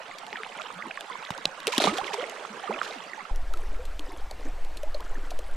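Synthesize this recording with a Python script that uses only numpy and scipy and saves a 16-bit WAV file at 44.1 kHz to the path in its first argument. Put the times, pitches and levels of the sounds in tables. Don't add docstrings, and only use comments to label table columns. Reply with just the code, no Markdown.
import sys
import numpy as np
from scipy import signal
from scipy.fft import rfft, irfft
from scipy.io import wavfile
from scipy.ndimage import uniform_filter1d

SR = 44100
rng = np.random.default_rng(int(sys.argv[2]) if len(sys.argv) > 2 else 0)


def digitize_waveform(pressure):
    field = np.atleast_2d(pressure).T
    bounded = np.clip(field, -1, 1)
    quanta = np.round(bounded * 32767).astype(np.int16)
    wavfile.write(sys.argv[1], SR, quanta)


N = 245195
TIME = np.arange(N) / SR
CUT_S = 3.312

# f/Hz, left-right level/dB
PORT_BALANCE = [(200, -0.5), (380, 1), (700, -6), (1290, -10.5), (2400, -6.5), (4400, -3.5), (8100, -4.5),
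                (15000, 3.5)]
# f/Hz, level/dB
SPLASH_TICK = [(500, -5), (2500, 16.5), (4500, 15.5), (7000, 8), (9400, 3.5), (11500, -1.5), (16000, -11)]
# t/s, slap level/dB, sharpness 0-1, foam level/dB, foam decay/s, cavity f/Hz
TAIL_STROKES = [(1.670, -8.5, 0.86, -37.5, 0.036, 544), (1.780, -4, 0.58, -28.5, .004, 303),
                (1.8012, -10.5, 0.2, -30, 0.027, 720), (1.8188, -13, 0.6, -34, 0.039, 377),
                (1.8397, -7, 0.2, -31.5, 0.0067, 660), (1.852, -16, 0.2, -31, 0.0061, 320),
                (1.8725, -23, .25, -34.5, 0.015, 480)]


def gain_of(db):
    return 10 ** (np.asarray(db) / 20)


def evened(x):
    return x / np.sqrt(np.mean(x ** 2) + 1e-20)


def read(points, hz):
    f, value = np.transpose(points)
    return np.interp(np.log(hz + 1), np.log(f + 1), value)


def add(mix, s, sound):
    part = mix[:, max(round(s * SR), 0):][:, :sound.shape[-1]]
    part += sound[..., :part.shape[1]]


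def swell(crest_s, db, half_s):
    return gain_of(db) * np.exp(-.5 * ((TIME - crest_s) / half_s) ** 2)


def burst(s, db, decay_s, attack_s):
    age = np.maximum(TIME - s, 0)
    attack = np.minimum(age / attack_s, 1)
    return gain_of(db) * attack * np.exp(-np.maximum(age - attack_s, 0) / decay_s)


def clumps(depth_db, per_s):
    slowness = 1 + (np.fft.rfftfreq(N, 1 / SR) / per_s) ** 4
    wander = irfft(rfft(rng.standard_normal(N)) / slowness, N)
    return gain_of(depth_db * evened(wander))


def ports(side_db):
    left = gain_of(side_db)
    return np.array([2 * left, 2 + 0 * left]) / (1 + left)


def colour(x, spectrum):
    size = 4096
    log_gain = np.log(gain_of(read(spectrum, abs(np.fft.fftfreq(size, 1 / SR)))))
    minimum_phase = np.exp(np.conj(signal.hilbert(log_gain)))
    taps = np.fft.ifft(minimum_phase).real[:size // 2]
    return signal.fftconvolve(x, taps)[:len(x)]


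def spread(pair):
    # f/Hz, share 0-1
    port_likeness = [(60, 0.077), (290, 0.92), (640, 0.78), (1400, 0.6), (3100, 0.45), (6800, 0.043),
                     (15000, 0.048)]
    hz, (a, b) = np.fft.rfftfreq(N, 1 / SR), rfft(pair)
    same = read(port_likeness, hz)
    mid, side = a * np.sqrt(1 + same), b * np.sqrt(1 - same)
    out = irfft(np.array([mid + side, mid - side]) * ports(read(PORT_BALANCE, hz)), N)
    return out / out.mean(0).std()


def wash(spectrum, patchy_db):
    hz = np.fft.rfftfreq(1024, 1 / SR)
    a, b, patches = rng.standard_normal((N // 256 + 5, len(hz), 3)).T
    patches = uniform_filter1d(patches, size=7, axis=0)
    patches = evened(uniform_filter1d(patches, size=4, axis=1))
    depth = patchy_db / (1 + hz / 5000)
    level_db = read(spectrum, hz)[:, None] + depth[:, None] * patches
    z = (a + 1j * b) * gain_of(level_db)
    return evened(signal.istft(z, nperseg=1024, noverlap=768)[1][:N])


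def patter(spectrum, per_s, spread_db):
    size = gain_of(spread_db * np.minimum(rng.exponential(1, N), 4)) * rng.choice([-1, 1], N)
    struck = rng.random(N) < per_s / SR
    return evened(colour(size * struck, spectrum))


def bubble(hz, swell_ms, decay_ms, glide):
    swell_ms, decay_ms = max(swell_ms, .1), max(decay_ms, .2)
    ms = np.arange(int((swell_ms + 5 * decay_ms) * SR / 1000)) * 1000 / SR - swell_ms
    rise = np.cos(np.pi / 2 * np.minimum(ms / swell_ms, 0)) ** 2
    shape = rise * np.exp(-np.maximum(ms, 0) / decay_ms)
    pitch = hz * 2 ** (glide * np.clip(ms / (swell_ms + decay_ms), -1, 1.5))
    return shape * np.sin(2 * np.pi * np.cumsum(pitch) / SR)


def gurgle(span, low_hz, high_hz, spread_db, cycles, tilt_db, rise, count):
    out = np.zeros((2, N))
    when, pitch, size, swelling, ring, slide, place = rng.random((count, 7)).T
    hz = low_hz * (high_hz / low_hz) ** pitch
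    life_ms = 1000 * cycles / hz
    gain = gain_of(spread_db * size ** 2 + tilt_db * np.log2(hz / low_hz))
    gain = gain * ports(read(PORT_BALANCE, hz) + 18 * (place - .5))
    start = span[0] + when * (span[1] - span[0])
    glide = rise * (slide - .33) / (1 + (hz / 3000) ** 2)
    swell_ms, decay_ms = life_ms * (0.014 + swelling ** 2), life_ms * (0.63 + ring)
    for k in range(count):
        add(out, start[k], gain[:, k, None] * bubble(hz[k], swell_ms[k], decay_ms[k], glide[k]))
    return evened(out) * np.sqrt((span[1] - span[0]) * SR / N)


def hits(rows, tick_spectrum, ring_shift, scatter, thud_hz, thud_ms, thud_db):
    # f/Hz before ring_shift, level/dB, t60/ms
    housing_modes = [(3400, 20, 1.3), (3810, 11.5, 2.9), (4286, 2, 2.14)]
    out, t = np.zeros((2, N)), np.arange(SR // 20) / SR
    ms = t * 1000
    ring = sum(gain_of(db - 60 * ms / t60) * np.sin(2 * np.pi * hz * ring_shift * t)
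               for hz, db, t60 in housing_modes)
    ring *= (1 - np.exp(-ms / .5)) ** 2
    thud = gain_of(thud_db) * np.exp(-ms / thud_ms) * np.sin(2 * np.pi * thud_hz * t / (1 + ms / 12))
    for s, db, sharp, decay_ms in rows:
        hiss = rng.standard_normal((3, len(t))) * np.exp(-ms / decay_ms)
        width = 0.5 * (s < CUT_S)
        tick = np.array([colour(hiss[0] + width * own, tick_spectrum) for own in hiss[1:]])
        strikes = (ms == 0) + scatter * sharp * hiss[0]
        body = signal.fftconvolve(strikes, ring)[:len(t)]
        drop = sharp * tick / abs(tick).max() + (1 - sharp) * body / abs(body).max() + thud
        add(out, s, gain_of(db) * drop)
    return out


def rumble(afloat):
    # f/Hz, level/dB
    pressure_spectrum = [(2, 0.5), (6, 3), (14, 1.5), (22, -10), (30, -9.5), (45, -22.5), (63, -21.5),
                         (85, -42.5), (120, -55), (250, -97)]
    # t/s at the crest, added level/dB
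    wave_rows = [(3.4, -29), (3.78, -29.5), (4.5, -36), (4.92, -43), (5.35, -37.5)]
    still_db, hull_db, wave_half_s = -71.5, -29, 0.083
    hz = np.fft.rfftfreq(N, 1 / SR)
    noise = irfft(rfft(rng.standard_normal(N)) * gain_of(read(pressure_spectrum, hz)), N)
    buffet = gain_of(hull_db) + sum(swell(s, db, wave_half_s) for s, db in wave_rows)
    return (gain_of(still_db) + afloat * buffet) * evened(noise)


def midstream():
    # f/Hz, level/dB
    rush_spectrum = [(60, -28), (120, 4.5), (200, -3), (330, 1.5), (680, 9), (1150, 5), (1950, 0.5),
                     (2600, -3), (4500, -9.5), (6400, -13.5), (8200, -13.5), (9300, -20), (13500, -21.5),
                     (15500, -31)]
    # t/s at the crest, added burble level/dB, half width/s
    lap_rows = [(3.66, -54, .11), (4.11, -47.5, 0.067), (4.46, -47.5, 0.038), (5.04, -56.5, 0.075),
                (5.38, -54, 0.31)]
    span = (3.3, 5.56)
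    rush = gain_of(-48.5) * wash(rush_spectrum, patchy_db=3.5)
    burble = gurgle(span, low_hz=240.8, high_hz=2374, spread_db=17, cycles=4.1,
                    tilt_db=1.0, rise=0.61, count=650).mean(0)
    fizz = gurgle(span, low_hz=3000, high_hz=11360, spread_db=8, cycles=4.3,
                  tilt_db=1.0, rise=0.33, count=300).mean(0)
    lapping = gain_of(-59.5) + sum(swell(*lap) for lap in lap_rows)
    return rush + lapping * (burble + gain_of(-13) * fizz)


def shallows():
    # f/Hz, level/dB
    wash_spectrum = [(18, -54), (30, 14), (93, -25), (141, -11), (199, -7), (303, -11.5), (554, -5),
                     (1160, -0.5), (1320, -1.5), (1860, -5.5), (3490, -12), (5310, -19), (7670, -21.5),
                     (13000, -35.5), (16000, -70)]
    # t/s at the crest, added level/dB ahead of the layer gain, half width/s
    surge_rows = [(.36, -44, 0.032), (.6, -47, 0.081), (1.25, -48, 0.15), (1.9, -40.5, 0.14),
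                  (2.21, -38.5, 0.048), (2.76, -41.5, 0.092), (2.93, -47.5, 0.098)]
    span = (0, 3.33)
    surging = 1 + sum(swell(*surge) for surge in surge_rows) / gain_of(-51)
    body = spread([wash(wash_spectrum, patchy_db=7.0) for _ in range(2)])
    steady = gain_of(-44.5) * surging ** 0.15
    bubbles = gurgle(span, low_hz=420, high_hz=3550, spread_db=16.0, cycles=4.94,
                     tilt_db=3.0, rise=0.94, count=1300)
    trickle = gurgle(span, low_hz=2450, high_hz=9240, spread_db=15.5, cycles=5.7,
                     tilt_db=0.5, rise=0.99, count=900)
    return steady * (body + gain_of(-13.5) * trickle) + gain_of(-53) * surging * bubbles


def gulps():
    # t/s at the peak, level/dB, f/Hz, decay/ms, rise/octaves
    gulp_rows = [(.235, -32.5, 810, 2.7, -0.84), (.33, -35, 807, 19, 0.3), (.405, -39, 439, 18, 0),
                 (.705, -30, 1050, 3.4, 0.74), (.768, -42, 170, 27, 0.37), (.86, -31.5, 980, 4.8, 0.62),
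                 (.977, -32, 1107, 5.3, 0.063), (1.102, -30, 1070, 11, -0.11),
                 (1.156, -27, 1037, 2.4, -0.076), (1.227, -38, 795, 12.5, 1), (1.383, -32, 920, 3.9, 0.64),
                 (1.681, -21, 420, 10.4, 0.32), (1.738, -23, 990, 6.8, -0.038), (1.773, -28, 1050, 5, 0),
                 (1.88, -24.5, 187.7, 24, .4), (1.877, -19.5, 1160, 14.4, .1),
                 (1.931, -25.5, 307, 13.6, 0.61), (1.988, -23, 724, 17.5, 0.24),
                 (2.015, -25.5, 1027, 4.8, 0.4), (2.108, -31, 846, 16, -0.26),
                 (2.139, -31, 424, 20.5, -0.14), (2.143, -22, 960, 4.5, -0.46),
                 (2.188, -25, 473, 18.3, 0.25), (2.21, -29, 1257, 6.3, 0.95), (2.233, -29, 595, 13, -0.27),
                 (2.452, -25.5, 1200, 1.8, 0.81), (2.509, -40, 213, 26, 0), (2.64, -28.5, 817, 10.4, -0.18),
                 (2.703, -34.5, 204, 30, 0.33), (2.7, -21.5, 441, 3, 0.37), (2.71, -22, 853, 4.2, 0.53),
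                 (2.717, -29.5, 538, 13.8, 0.65), (2.772, -34, 617, 19.5, .6), (2.904, -34, 595, 14, 0.76),
                 (2.965, -41.5, 283, 21, -0.74), (3.18, -34.5, 895, 19.3, -0.19),
                 (3.254, -32.5, 1260, 3.3, 0.25), (3.541, -29, 1324, 3.6, 0), (3.797, -34.5, 487, 22, .1),
                 (4.0, -38.5, 303, 16, -0.043), (4.315, -33, 684, 3, 1), (4.837, -26.5, 592, 7, 0.073),
                 (4.951, -27, 579, 6.1, 0.094), (5.002, -35, 937, 10.5, 0.51),
                 (5.156, -34, 1760, 3.5, 0.013), (5.178, -41, 248, 8, -0.26), (5.319, -30, 690, 3, 0.13),
                 (5.394, -31, 530, 2.2, 0.54)]
    swell_cycles = 3.77
    out = np.zeros((2, N))
    for s, db, hz, decay_ms, rise in gulp_rows:
        swell_ms = 1000 * swell_cycles / hz
        side_db = (1.3 * read(PORT_BALANCE, hz) - 1.5) * (s < CUT_S)
        sound = bubble(hz, swell_ms, decay_ms, rise)
        add(out, s - swell_ms / 1000, gain_of(db) * ports(side_db)[:, None] * sound)
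    return out


def pops():
    # t/s, level/dB, f/Hz, decay/ms, left-right level/dB
    pop_rows = [(.112, -30.5, 2200, 3, 3), (.329, -19.5, 2260, .8, -2), (.357, -23.5, 1920, 2.6, -2),
                (.369, -30, 3360, 1.7, -4), (.447, -30, 2930, 1.5, 0), (.434, -18, 2010, 0.65, 1),
                (.464, -28, 1050, 2.5, -8), (.588, -28, 2330, 1.5, 0), (0.6183, -24, 3270, 0.52, -19),
                (.823, -24, 2110, 2.7, -3), (.908, -27.5, 1730, 2.4, -5), (.911, -24, 2690, 2.2, -7),
                (.974, -22, 1940, 1.6, -4), (1.12, -31.5, 2160, 4.1, 3), (1.305, -17.5, 1070, 1.2, -11),
                (1.453, -19.5, 673, 2.75, -4), (1.728, -20.5, 2530, 1.9, -5), (1.872, -9.5, 900, 1.95, -9),
                (1.895, -24, 2220, 3.5, -1), (2.044, -23, 2650, 0.96, -22), (2.069, -26.5, 3420, 1.9, -8),
                (2.078, -26.5, 2230, 5, -17), (2.1346, -23, 3000, .7, -7), (2.24, -24.5, 2180, 1.9, -28),
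                (2.674, -30.5, 1265, 13, -25), (2.738, -29, 2630, 7, -7), (2.815, -13, 1445, 2.04, -10),
                (3.133, -27, 1990, 3.4, -20), (3.206, -36, 2120, 5.4, -24)]
    swell_share, glide = 0.32, -0.23
    out = np.zeros((2, N))
    for s, db, hz, decay_ms, side_db in pop_rows:
        sound = bubble(hz, swell_share * decay_ms, decay_ms, glide)
        add(out, s, gain_of(db) * ports(side_db)[:, None] * sound)
    return out


def drips():
    # t/s, level/dB, sharpness 0-1, decay/ms
    drip_rows = [(3.36, -33, 1, 0.84), (3.537, -27, 0.62, 1.7), (3.573, -33.5, 0.76, 1.1),
                 (3.853, -32.5, 0.68, 4.2), (3.994, -23, 0.51, 0.93), (4.311, -26, 0.42, 2.2),
                 (4.648, -34, .52, 1.8), (4.771, -28.5, 0.54, 5.1), (4.832, -33.5, 0.74, 2.8),
                 (4.945, -27.5, 0.2, 3.6), (5.006, -30.5, 0.78, 0.99), (5.306, -29, 0.62, 5.6),
                 (5.390, -29.5, 0.8, 2.7)]
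    # f/Hz, level/dB
    drip_spectrum = [(500, -45), (2500, 9), (4500, 5), (7000, 6), (9500, 2), (12000, 0.5), (16000, -14)]
    return hits(drip_rows, drip_spectrum, ring_shift=1.144, scatter=0.93,
                thud_hz=634, thud_ms=4.2, thud_db=-15)


def slaps():
    # t/s, level/dB, sharpness 0-1, decay/ms
    slap_rows = [(.1845, -29, 0.96, 3.6), (.2665, -29, 1, 0.73), (.6186, -28.5, .4, 1),
                 (1.0085, -21, 0.7, 1.3), (1.2505, -26, 0.17, 2.7), (1.3047, -21.5, 0.61, 5.4),
                 (1.3785, -26, 0.9, 1.1), (1.4551, -1.5, 0.25, 1.2), (1.6025, -25, 0.73, 2.1),
                 (1.6775, -12.5, 0.7, 1.9), (1.9833, -15.5, 0.75, 0.92), (2.1425, -24, 0.9, 2.4),
                 (2.297, -26, 0.9, 1.2), (2.9098, -26.5, 0, .42)]
    return hits(slap_rows, SPLASH_TICK, ring_shift=1.0, scatter=0.43,
                thud_hz=420, thud_ms=0.54, thud_db=-13)


def bumps():
    # t/s, level/dB, decay/ms
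    bump_rows = [(1.305, -30, 7.1), (1.455, -33.5, 16), (1.874, -37.5, 32), (2.016, -46, 25)]
    out, t = np.zeros((2, N)), np.arange(SR // 5) / SR
    for s, db, decay_ms in bump_rows:
        push = rng.standard_normal(len(t)) * np.exp(-1000 * t / decay_ms)
        thump = colour(push, [(20, -4.0), (60, -10), (150, 0), (400, -11.5), (1500, -82)])
        add(out, s, gain_of(db) * thump / abs(thump).max())
    return out


def thrash():
    # f/Hz, level/dB
    foam_spectrum = [(35, -67), (60, -65), (202, -12), (250, -7), (492, 1), (785, -0.5), (1060, -6),
                     (1200, 0.5), (1740, -12.5), (3420, -14.5), (9350, -18), (12700, -54), (16000, -82)]
    spray_spectrum = [(400, -20), (1500, 0), (3400, -0.5), (5500, -4.5), (7500, -8), (9300, -16.5),
                      (11000, -16), (13000, -26), (16000, -36)]
    # t/s, level/dB ahead of the layer gains, decay/s
    spray_rows = [(1.72, -29, 0.03), (1.759, -42, 0.033), (1.931, -38, 0.21), (2.04, -48, 0.037),
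                  (2.129, -33, 0.0081), (2.25, -62, 0.13), (2.819, -43, 0.11)]
    span = (1.65, 3.33)
    beaten = sum(burst(s, db, decay_s, attack_s=0.0052) for s, _, _, db, decay_s, _ in TAIL_STROKES)
    stir_s, gone_s = 1.88, 2.78
    settling_db = 7.5 * (TIME - stir_s) + 42 * np.maximum(TIME - gone_s, 0)
    stirred = (TIME > stir_s) * gain_of(-38 - settling_db)
    spray_bursts = sum(burst(*row, attack_s=0.0076) for row in spray_rows)
    uneven_bursts = clumps(depth_db=4.0, per_s=25) * spray_bursts
    foam = spread([patter(foam_spectrum, per_s=3000, spread_db=3) for _ in range(2)])
    bubbles = gurgle(span, low_hz=640, high_hz=4340, spread_db=17, cycles=4.7,
                     tilt_db=4.2, rise=0.68, count=1600)
    chirps = gurgle(span, low_hz=343, high_hz=3670, spread_db=12, cycles=4.44,
                    tilt_db=1.0, rise=0.66, count=700)
    drops = gurgle(span, low_hz=2487, high_hz=9740, spread_db=0, cycles=6.5,
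                   tilt_db=-7.5, rise=0.64, count=700)
    spatter = spread([patter(spray_spectrum, per_s=500, spread_db=2) for _ in range(2)])
    spray = gain_of(-5.5) * drops + gain_of(-4.0) * spatter
    splash = beaten * (gain_of(1.0) * foam + gain_of(-0.5) * bubbles + spray)
    settling = stirred * (gain_of(-9) * foam + gain_of(-1.0) * chirps)
    return splash + settling + uneven_bursts * spray


def tail_slaps():
    smacks = [(s, db, sharp, 1.9) for s, db, sharp, *_ in TAIL_STROKES]
    out = hits(smacks, SPLASH_TICK, ring_shift=0.98, scatter=0.28, thud_hz=420, thud_ms=1.0, thud_db=-14)
    for s, _, _, foam_db, _, hz in TAIL_STROKES:
        cavity = bubble(hz, swell_ms=2.55, decay_ms=3.9, glide=-0.42)
        add(out, s, gain_of(foam_db + 13.5) * cavity)
    return out


def low_cut(x):
    return signal.sosfilt(signal.butter(4, 150, "highpass", fs=SR, output="sos"), x)


def scene():
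    afloat = np.clip((TIME - CUT_S) / .01, 0, 1)
    near = (1 - afloat) * (shallows() + thrash())
    water = near + gulps() + pops() + drips() + slaps() + tail_slaps()
    return rumble(afloat) + afloat * midstream() + bumps() + low_cut(water)


def record(dry):
    taps = signal.firwin(255, 15400, window=("kaiser", 9), fs=SR)
    return signal.oaconvolve(dry, taps[None], "same")


dry = scene()
out = record(dry)
digitize_waveform(out)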